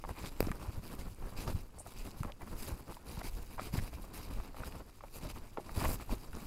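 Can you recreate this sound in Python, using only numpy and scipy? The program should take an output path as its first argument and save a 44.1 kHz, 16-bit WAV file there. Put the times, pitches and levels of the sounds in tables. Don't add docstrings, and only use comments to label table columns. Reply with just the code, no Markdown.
import sys
import numpy as np
from scipy import signal
from scipy.fft import rfft, irfft
from scipy.io import wavfile

SR = 44100
rng = np.random.default_rng(int(sys.argv[2]) if len(sys.argv) > 2 else 0)


def file_out(sig):
    cols = np.atleast_2d(sig).T
    lim = np.clip(cols, -1, 1)
    pcm = np.round(lim * 32767).astype(np.int16)
    wavfile.write(sys.argv[1], SR, pcm)


N = 284922

# time in seconds, level in dB,
# pitch of the push in Hz, level of the stirred air in dB.
FOOTFALLS = [(.428, -30, 116, -35), (.473, -24.5, 261, -55), (0.508, -26.5, 140, -59),
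             (.689, -29.5, 58.4, -47), (0.781, -28.5, 69, -39.5), (1.088, -36, 55.5, -37.5),
             (1.484, -35, 60.5, -37), (1.551, -25, 85, -48), (2.004, -32.5, 31.2, -37),
             (2.21, -27, 110, -47), (2.253, -32, 204, -36), (2.56, -41, 28, -38.5), (2.73, -28.5, 49, -53),
             (3.179, -31.5, 109, -45), (3.355, -36, 34.7, -39), (3.741, -24, 150, -31.5),
             (3.784, -23, 86, -36), (3.95, -33.5, 48, -47.5), (4.392, -34, 31.8, -37),
             (5.258, -36.5, 92, -47), (5.341, -39, 50, -39), (5.585, -26.5, 360, -60),
             (5.783, -32, 84, -39), (5.825, -28.5, 133, -46), (5.847, -26, 516, -49), (5.882, -33, 50, -38),
             (6.128, -27.5, 209, -37.5)]
# start in seconds, level in dB, centre of the tone in Hz.
CLACKS = [(.0398, -30.5, 1140), (0.0499, -35.5, 990), (.0925, -31, 990), (.4473, -39, 1300),
          (.485, -36, 1400), (0.5165, -27, 1480), (1.2261, -42.5, 850), (1.4768, -33, 1150),
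          (1.781, -45, 750), (1.8032, -44, 700), (1.864, -39, 990), (2.233, -30, 1510),
          (2.248, -33.5, 1100), (2.4744, -40, 1100), (2.707, -44.5, 900), (2.9687, -41.5, 970),
          (3.2135, -35.5, 1020), (3.581, -35, 920), (3.5953, -25, 1190), (3.753, -34.5, 960),
          (3.7892, -30.5, 1760), (3.9316, -43, 1000), (4.042, -44, 1100), (4.401, -37, 1150),
          (4.545, -38.5, 885), (4.622, -39, 1150), (4.635, -30.5, 1380), (5.008, -41.5, 1190),
          (5.0381, -34, 750), (5.5732, -28.5, 970), (5.6934, -34, 1170), (5.8407, -29, 1400),
          (5.853, -30, 1550), (5.999, -38.5, 1270), (6.0945, -37, 935), (6.3317, -39.5, 1540)]
# pitch in Hz, level in dB, time to fall 60 dB in seconds.
PLANK_MODES = [(354, -35, 0.087), (576, 5.5, 0.023), (825, 8.5, 0.0094), (1100, -4, 0.01),
               (1303, 0.5, 0.0094), (1760, -13.5, 0.013), (2550, 2, .012), (3820, -19, .01)]
# middle in seconds, half length in seconds,
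# level in dB, centre of the tone in Hz.
WOOD_GRINDS = [(0.181, 0.031, -53, 1790), (0.493, 0.013, -53, 2000), (1.492, 0.015, -49, 990),
               (2.29, 0.019, -49.5, 1100), (2.419, .011, -51, 1700), (3.213, 0.0061, -44.5, 1250),
               (3.592, 0.0096, -45.5, 1300), (4.633, 0.0045, -50, 1400), (5.039, 0.011, -55, 880),
               (5.252, 0.0067, -47, 950), (5.583, 0.014, -47, 760), (5.815, 0.0071, -38.5, 1450),
               (5.852, 0.012, -35.5, 1600), (6.129, 0.017, -48, 990)]
# start in seconds, level in dB,
# length of the push in seconds, level of the crack against the push in dB.
POLE_BUMPS = [(.4053, -15, 0.0013, -9.5), (0.4275, -28.5, 0.001, -8.5), (0.4712, -34, 0.0015, -12)]
# pitch in Hz, level in dB, time to fall 60 dB in seconds.
SHAFT_MODES = [(2080, -32, .007), (2600, 2, 0.0052), (4900, -5, 0.0082), (12000, 1, 0.0044),
               (14300, 3, 0.0031)]
# middle in seconds, length in seconds,
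# swish level in dB, treble over mids in dB, scuff level in dB.
RUB_STROKES = [(0.106, 0.042, -57.5, -4, -55), (0.218, 0.092, -54, -6, -49.5),
               (0.273, .047, -51.5, -7, -65), (0.445, .11, -59, 2, -51), (0.648, 0.12, -61.5, -4, -49),
               (.86, .075, -56.5, -3, -56), (0.926, 0.057, -56, -4, -47), (1.011, .056, -54.5, -4, -51),
               (1.298, 0.086, -62, 2, -54), (1.407, 0.085, -50, -4.5, -51), (1.499, 0.064, -52.5, -3, -43),
               (1.58, 0.096, -60, -1, -51), (1.892, 0.075, -57, -1, -52), (1.99, 0.087, -57, -9, -53),
               (2.077, 0.078, -55.5, -1, -52.5), (2.195, 0.053, -59, 0, -57), (2.422, 0.049, -64.5, 2, -53),
               (2.503, 0.11, -59.5, -3, -55), (2.643, .15, -50.5, 1, -53.5), (2.792, .04, -61, 14, -66),
               (2.927, 0.065, -58.5, 0, -49.5), (3.109, 0.098, -56, -2, -52.5),
               (3.182, 0.066, -55, -4, -47), (3.263, .06, -48.5, -5, -50), (3.375, 0.11, -60, -1, -57),
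               (3.534, 0.069, -59.5, 0, -48.5), (3.645, .1, -51, -8.5, -59), (3.765, 0.078, -48, -6, -43.5),
               (3.85, 0.079, -53.5, -4, -55.5), (3.945, 0.052, -57.5, -3, -53.5),
               (4.035, 0.05, -60, 8, -55), (4.166, 0.066, -52, -2, -57.5), (4.229, 0.083, -55, -5, -53.5),
               (4.326, 0.041, -57, -3, -55), (4.433, .14, -62, -11, -54), (4.589, 0.072, -58, -3, -48),
               (4.667, 0.054, -55, -3, -51.5), (4.759, 0.13, -62, -3, -55), (5.162, 0.07, -53, -0.5, -58),
               (5.245, 0.07, -55, -7, -48), (5.305, 0.036, -52, -9, -48.5), (5.374, .045, -58.5, -9, -48),
               (5.7, 0.17, -63.5, -7, -58.5), (5.822, 0.14, -46, -1.5, -44), (5.918, 0.076, -44, 7.5, -44),
               (6.014, 0.033, -56, -10, -48), (6.125, 0.055, -52, -5, -42.5),
               (6.413, 0.18, -57.5, -2.5, -52.5)]
# time in seconds, level in dB.
RUSTLE_LEVELS = [(0, -64), (.7, -62.5), (1.15, -65.5), (1.7, -70), (2.1, -63), (2.37, -69.5), (2.75, -64),
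                 (3.45, -67), (4.5, -66), (4.95, -69), (5.5, -65), (6.2, -62), (6.46, -71.5)]
# frequency in Hz, level in dB.
SWISH_EQ = [(250, 16), (600, 7), (1150, 5.5), (1800, 0), (3300, -1), (6000, -1), (9000, 1), (12000, 4),
            (14000, 0), (15700, -5)]
# centre in Hz, width in Hz, boost in dB.
FABRIC_PEAKS = [(2490, 500, 6.5), (3900, 185, 5), (4790, 500, 6.5), (7400, 200, 2.5), (8100, 160, 2)]
# start in seconds, level in dB,
# pitch in Hz, decay time in seconds.
BRIGHT_TICKS = [(.2605, -33.5, 3500, 0.00083), (0.407, -45, 12600, 0.0084), (0.468, -41.5, 4930, 0.0025),
                (0.515, -39.5, 9200, .0015), (1.147, -43, 9000, 0.00058), (1.477, -36.5, 3930, 0.001),
                (1.786, -43.5, 8040, 0.0043), (1.795, -39, 8800, .013), (1.872, -44, 7000, .00084),
                (1.987, -40.5, 7460, 0.00076), (2.114, -44, 4500, .001), (2.232, -39.5, 9500, .0015),
                (2.32, -42, 2660, .0011), (2.943, -45.5, 3700, .0022), (3.269, -44, 3540, .0018),
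                (4.138, -46, 12000, .002), (4.723, -44, 2760, .0013), (6.351, -42, 5870, 0.0014)]
# frequency in Hz, level in dB.
SCUFF_EQ = [(30, 4.5), (60, 9), (110, 1.5), (200, 1), (400, -4.5), (700, -10.5), (1050, -10), (1600, -18.5),
            (3000, -32.5), (8000, -46)]
# frequency in Hz, level in dB.
BUFFET_EQ = [(8, -2.5), (27, -0.5), (42, -2.5), (60, -13), (110, -13), (180, -44), (400, -33),
             (2000, -54.5)]
# frequency in Hz, level in dB.
HUSH_EQ = [(30, 24), (150, -10.5), (400, 0), (700, -32), (1000, -30), (1500, -7), (3000, -17), (7000, -10),
           (15000, -33)]


def boots(gain_db=-1, rebound=0.075, rebound_s=0.032, roll_db=-9, roll_s=.014, roll_rise=1.7):
    out, t = np.zeros(N), np.arange(-SR // 20, SR // 8) / SR
    after = np.maximum(t, 0)
    for (s, db, hz, _), lag in zip(FOOTFALLS, rng.uniform(.5, 1.5, len(FOOTFALLS))):
        for delay_s, drop_db, push_hz in [(0, 0, hz), (roll_s * lag, roll_db, hz * roll_rise)]:
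            u = (np.pi * push_hz * t) ** 2
            push = (2 * u - 1) * np.exp(-u)
            settle = rebound * np.sin(2 * np.pi * push_hz * after) * np.exp(-after / rebound_s)
            add(out, s + delay_s + t[0], amp(db + gain_db + drop_db) * (push + settle))
    return out


def clacks(gain_db=-1, chatter_db=-22, chatter_s=0.002, bounce_db=-9, bounce_s=0.0066):
    out, t = np.zeros(N), np.arange(SR // 12) / SR
    for s, db, hz in CLACKS:
        chatter = amp(chatter_db) * rng.standard_normal(len(t)) * np.exp(-t / chatter_s)
        force = (t == 0) + chatter
        add(force, bounce_s * rng.uniform(.5, 1.5), [amp(bounce_db)])
        clack = plank(force, hz, q=2.5, ring_db=-32.5)
        add(out, s, amp(db + gain_db) * clack / abs(clack).max())
    return out


def plank(force, hz, q, ring_db, contact_s=.0001):
    t = np.arange(len(force)) / SR
    contact = np.gradient(t ** 2 * np.exp(-t / contact_s))
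    blow = signal.fftconvolve(force, contact)
    wood = (t == 0) + amp(ring_db) * ring(PLANK_MODES, t, detune=0.19)
    return band(signal.fftconvolve(blow, wood)[:len(t)], hz, q)


def grinds(slips_per_s=2500):
    out, t = np.zeros(N), np.arange(-SR // 16, SR // 10) / SR
    for s, half_s, db, hz in WOOD_GRINDS:
        swell = np.exp(-(t / half_s) ** 2)
        force = swell * rng.standard_normal(len(t)) * (rng.random(len(t)) < slips_per_s / SR)
        grind = plank(force, hz, q=1.33, ring_db=-30)
        add(out, s + t[0], amp(db) * grind * np.linalg.norm(swell) / (np.linalg.norm(grind) + 1e-12))
    return out


def grit(load, gain_db=-9):
    hits = scatter(per_s=22, spread_db=3)
    tap = plank(signal.unit_impulse(SR // 12), hz=1050, q=2.4, ring_db=-35)
    return amp(gain_db) * unit_rms(signal.oaconvolve(hits, tap)[:N]) * load


def pole_bump(crack_s=0.0012, ring_db=-2, fizz_db=-24, fizz_s=0.011):
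    out, t = np.zeros(N), np.arange(SR // 12) / SR
    for s, db, push_s, crack_db in POLE_BUMPS:
        push = -np.sin(3.56 * t / push_s) * np.exp(-t / push_s)
        crack = .5 * rng.standard_normal(len(t)) * np.exp(-t / crack_s)
        fizz = band(rng.standard_normal(len(t)), hz=12500, q=1.6) * amp(fizz_db) * np.exp(-t / fizz_s)
        bright = crack + fizz + amp(ring_db) * ring(SHAFT_MODES, t, detune=0.029)
        add(out, s, amp(db) * (push / abs(push).max() + amp(crack_db) * bright))
    return out


def swish(slide, sheen_db, gain_db=1, pivot_hz=6200, folds_db=2.1, spurts_db=1.3):
    rub = coloured(friction(slips_per_s=2400, spread_db=3.4, smooth=.65), SWISH_EQ, FABRIC_PEAKS)
    hz, frame_s, spectrum = signal.stft(rub, SR, nperseg=256)
    patch = np.outer(np.hanning(7), np.hanning(17))
    folds = unit_rms(signal.fftconvolve(rng.standard_normal(spectrum.shape), patch, "same"))
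    seesaw = .5 * np.tanh(2 * np.log((hz + 1) / pivot_hz))
    tilt_db = seesaw[:, None] * np.interp(frame_s * SR, np.arange(N), sheen_db)
    rub = signal.istft(spectrum * amp(tilt_db + folds_db * folds), SR, nperseg=256)[1][:N]
    return rub * slide * amp(gain_db + spurts_db * wander(per_s=70))


def rubbing(rustle_load_db=6.5, rustle_sheen_db=-3, restless_db=2):
    middle_s, length_s, swish_db, treble_db, scuff_db = np.transpose(RUB_STROKES)
    slides = swells(middle_s, length_s, swish_db)
    loads = swells(middle_s, length_s, scuff_db)
    rustle = amp(follow(RUSTLE_LEVELS) + restless_db * wander(per_s=14)) ** 2
    slide_power = slides.sum(0) + rustle
    load_power = loads.sum(0) + rustle * amp(rustle_load_db) ** 2
    sheen_db = (treble_db @ slides + rustle_sheen_db * rustle) / slide_power
    return np.sqrt(slide_power), sheen_db, np.sqrt(load_power)


def swells(middles_s, lengths_s, levels_db, squareness=3.5, catch=0.18):
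    t, out = np.arange(N) / SR, []
    for s, length_s, db in zip(middles_s, lengths_s, levels_db):
        distance = np.minimum(abs(2 * (t - s) / length_s), 4)
        steepness = squareness * (1 + catch * np.sign(s - t))
        out.append(amp(db) ** 2 * np.exp(-2 * distance ** steepness))
    return np.array(out)


def friction(slips_per_s, spread_db, smooth):
    sizes = amp(spread_db * np.minimum(rng.exponential(1, N), 4)) * rng.choice([-1, 1], N)
    slips = sizes * (rng.random(N) < slips_per_s / SR)
    return unit_rms(slips) + smooth * rng.standard_normal(N)


def crackle(slide, gain_db=-7, snap_s=0.0004):
    out, t = np.zeros(N), np.arange(SR // 100) / SR
    for hz in np.geomspace(2200, 14000, num=16):
        ping = np.sin(2 * np.pi * hz * t) * np.exp(-t / snap_s)
        out += signal.oaconvolve(scatter(per_s=22, spread_db=4), ping)[:N]
    return coloured(out, SWISH_EQ, FABRIC_PEAKS) * slide * amp(gain_db)


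def stem_flicks(slide, gain_db=-12, per_s=14, voices=4, snap_s=0.00041, tail_db=-16, tail_s=0.0057):
    out, t = np.zeros(N), np.arange(SR // 40) / SR
    envelope = np.exp(-t / snap_s) + amp(tail_db) * np.exp(-t / tail_s)
    for _ in range(voices):
        hits = scatter(per_s / voices, spread_db=3)
        click = np.diff(rng.standard_normal(len(t)) * envelope)
        out += signal.oaconvolve(hits, click)[:N]
    return unit_rms(out) * slide * amp(gain_db)


def ticks():
    out, t = np.zeros(N), np.arange(SR // 10) / SR
    for s, db, hz, decay_s in BRIGHT_TICKS:
        q = 2 * np.sqrt(decay_s / 0.0026)
        burst = rng.standard_normal(len(t)) * np.exp(-t / decay_s)
        tick = band(band(burst, hz, q), hz, q)
        add(out, s, amp(db) * tick / abs(tick).max())
    return out


def scuff(load, gain_db=2, flutter_db=4.5):
    rub = coloured(friction(slips_per_s=900, spread_db=3.5, smooth=0.75), SCUFF_EQ)
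    return rub * load * amp(gain_db + flutter_db * wander(per_s=19.4))


def air_buffet(gain_db=-3, walking_db=-52, rise_s=0.081, fall_s=0.085, gust_db=4.35):
    t = np.arange(N) / SR
    jolt_power = sum((amp(db) * np.exp(np.minimum((t - s) / rise_s, (s - t) / fall_s))) ** 2
                     for s, _, _, db in FOOTFALLS)
    flow = np.sqrt(jolt_power + amp(walking_db) ** 2)
    rumble = coloured(rng.standard_normal(N), BUFFET_EQ)
    return rumble * flow * amp(gain_db + gust_db * wander(per_s=11))


def woodland_hush(level_db=-64):
    return amp(level_db) * coloured(rng.standard_normal(N), HUSH_EQ)


def ring(modes, t, detune):
    return sum(amp(db - 60 * t / t60) * np.sin(2 * np.pi * hz * (1 + detune * rng.uniform(-1, 1)) * t)
               for hz, db, t60 in modes)


def band(x, hz, q):
    return signal.lfilter(*signal.iirpeak(min(hz, SR / 3), max(q, .8), fs=SR), x)


def coloured(x, eq, peaks=()):
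    hz, db = np.transpose(eq)
    f = np.fft.rfftfreq(N, 1 / SR)
    curve_db = np.interp(np.log(f + 1), np.log(hz), db)
    peaks_db = sum(boost * np.exp(-((f - centre) / width) ** 2) for centre, width, boost in peaks)
    return unit_rms(irfft(rfft(x) * amp(curve_db + peaks_db), N))


def scatter(per_s, spread_db):
    sizes = amp(spread_db * np.minimum(rng.exponential(1, N), 3))
    return sizes * (rng.random(N) < per_s / SR)


def wander(per_s):
    lowpass = np.exp(-(np.fft.rfftfreq(N, 1 / SR) / per_s) ** 2)
    return unit_rms(irfft(rfft(rng.standard_normal(N)) * lowpass, N))


def follow(rows):
    return np.interp(np.arange(N) / SR, *np.transpose(rows))


def add(mix, s, sound):
    part = mix[max(round(s * SR), 0):][:len(sound)]
    part += sound[:len(part)]


def amp(db):
    return 10 ** (np.asarray(db) / 20)


def unit_rms(x):
    return x / np.sqrt(np.mean(x ** 2) + 1e-20)


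def scene():
    slide, sheen_db, load = rubbing()
    wood = boots() + clacks() + grinds() + grit(load)
    fabric = swish(slide, sheen_db) + crackle(slide) + stem_flicks(slide)
    return (wood + fabric + pole_bump() + ticks() + scuff(load) + air_buffet() + woodland_hush())[None]


def record(dry):
    lowpass = signal.firwin(401, cutoff=15780, window=("kaiser", 9), fs=SR)
    return signal.oaconvolve(dry, lowpass[None], "same")


dry = scene()
out = record(dry)
file_out(out)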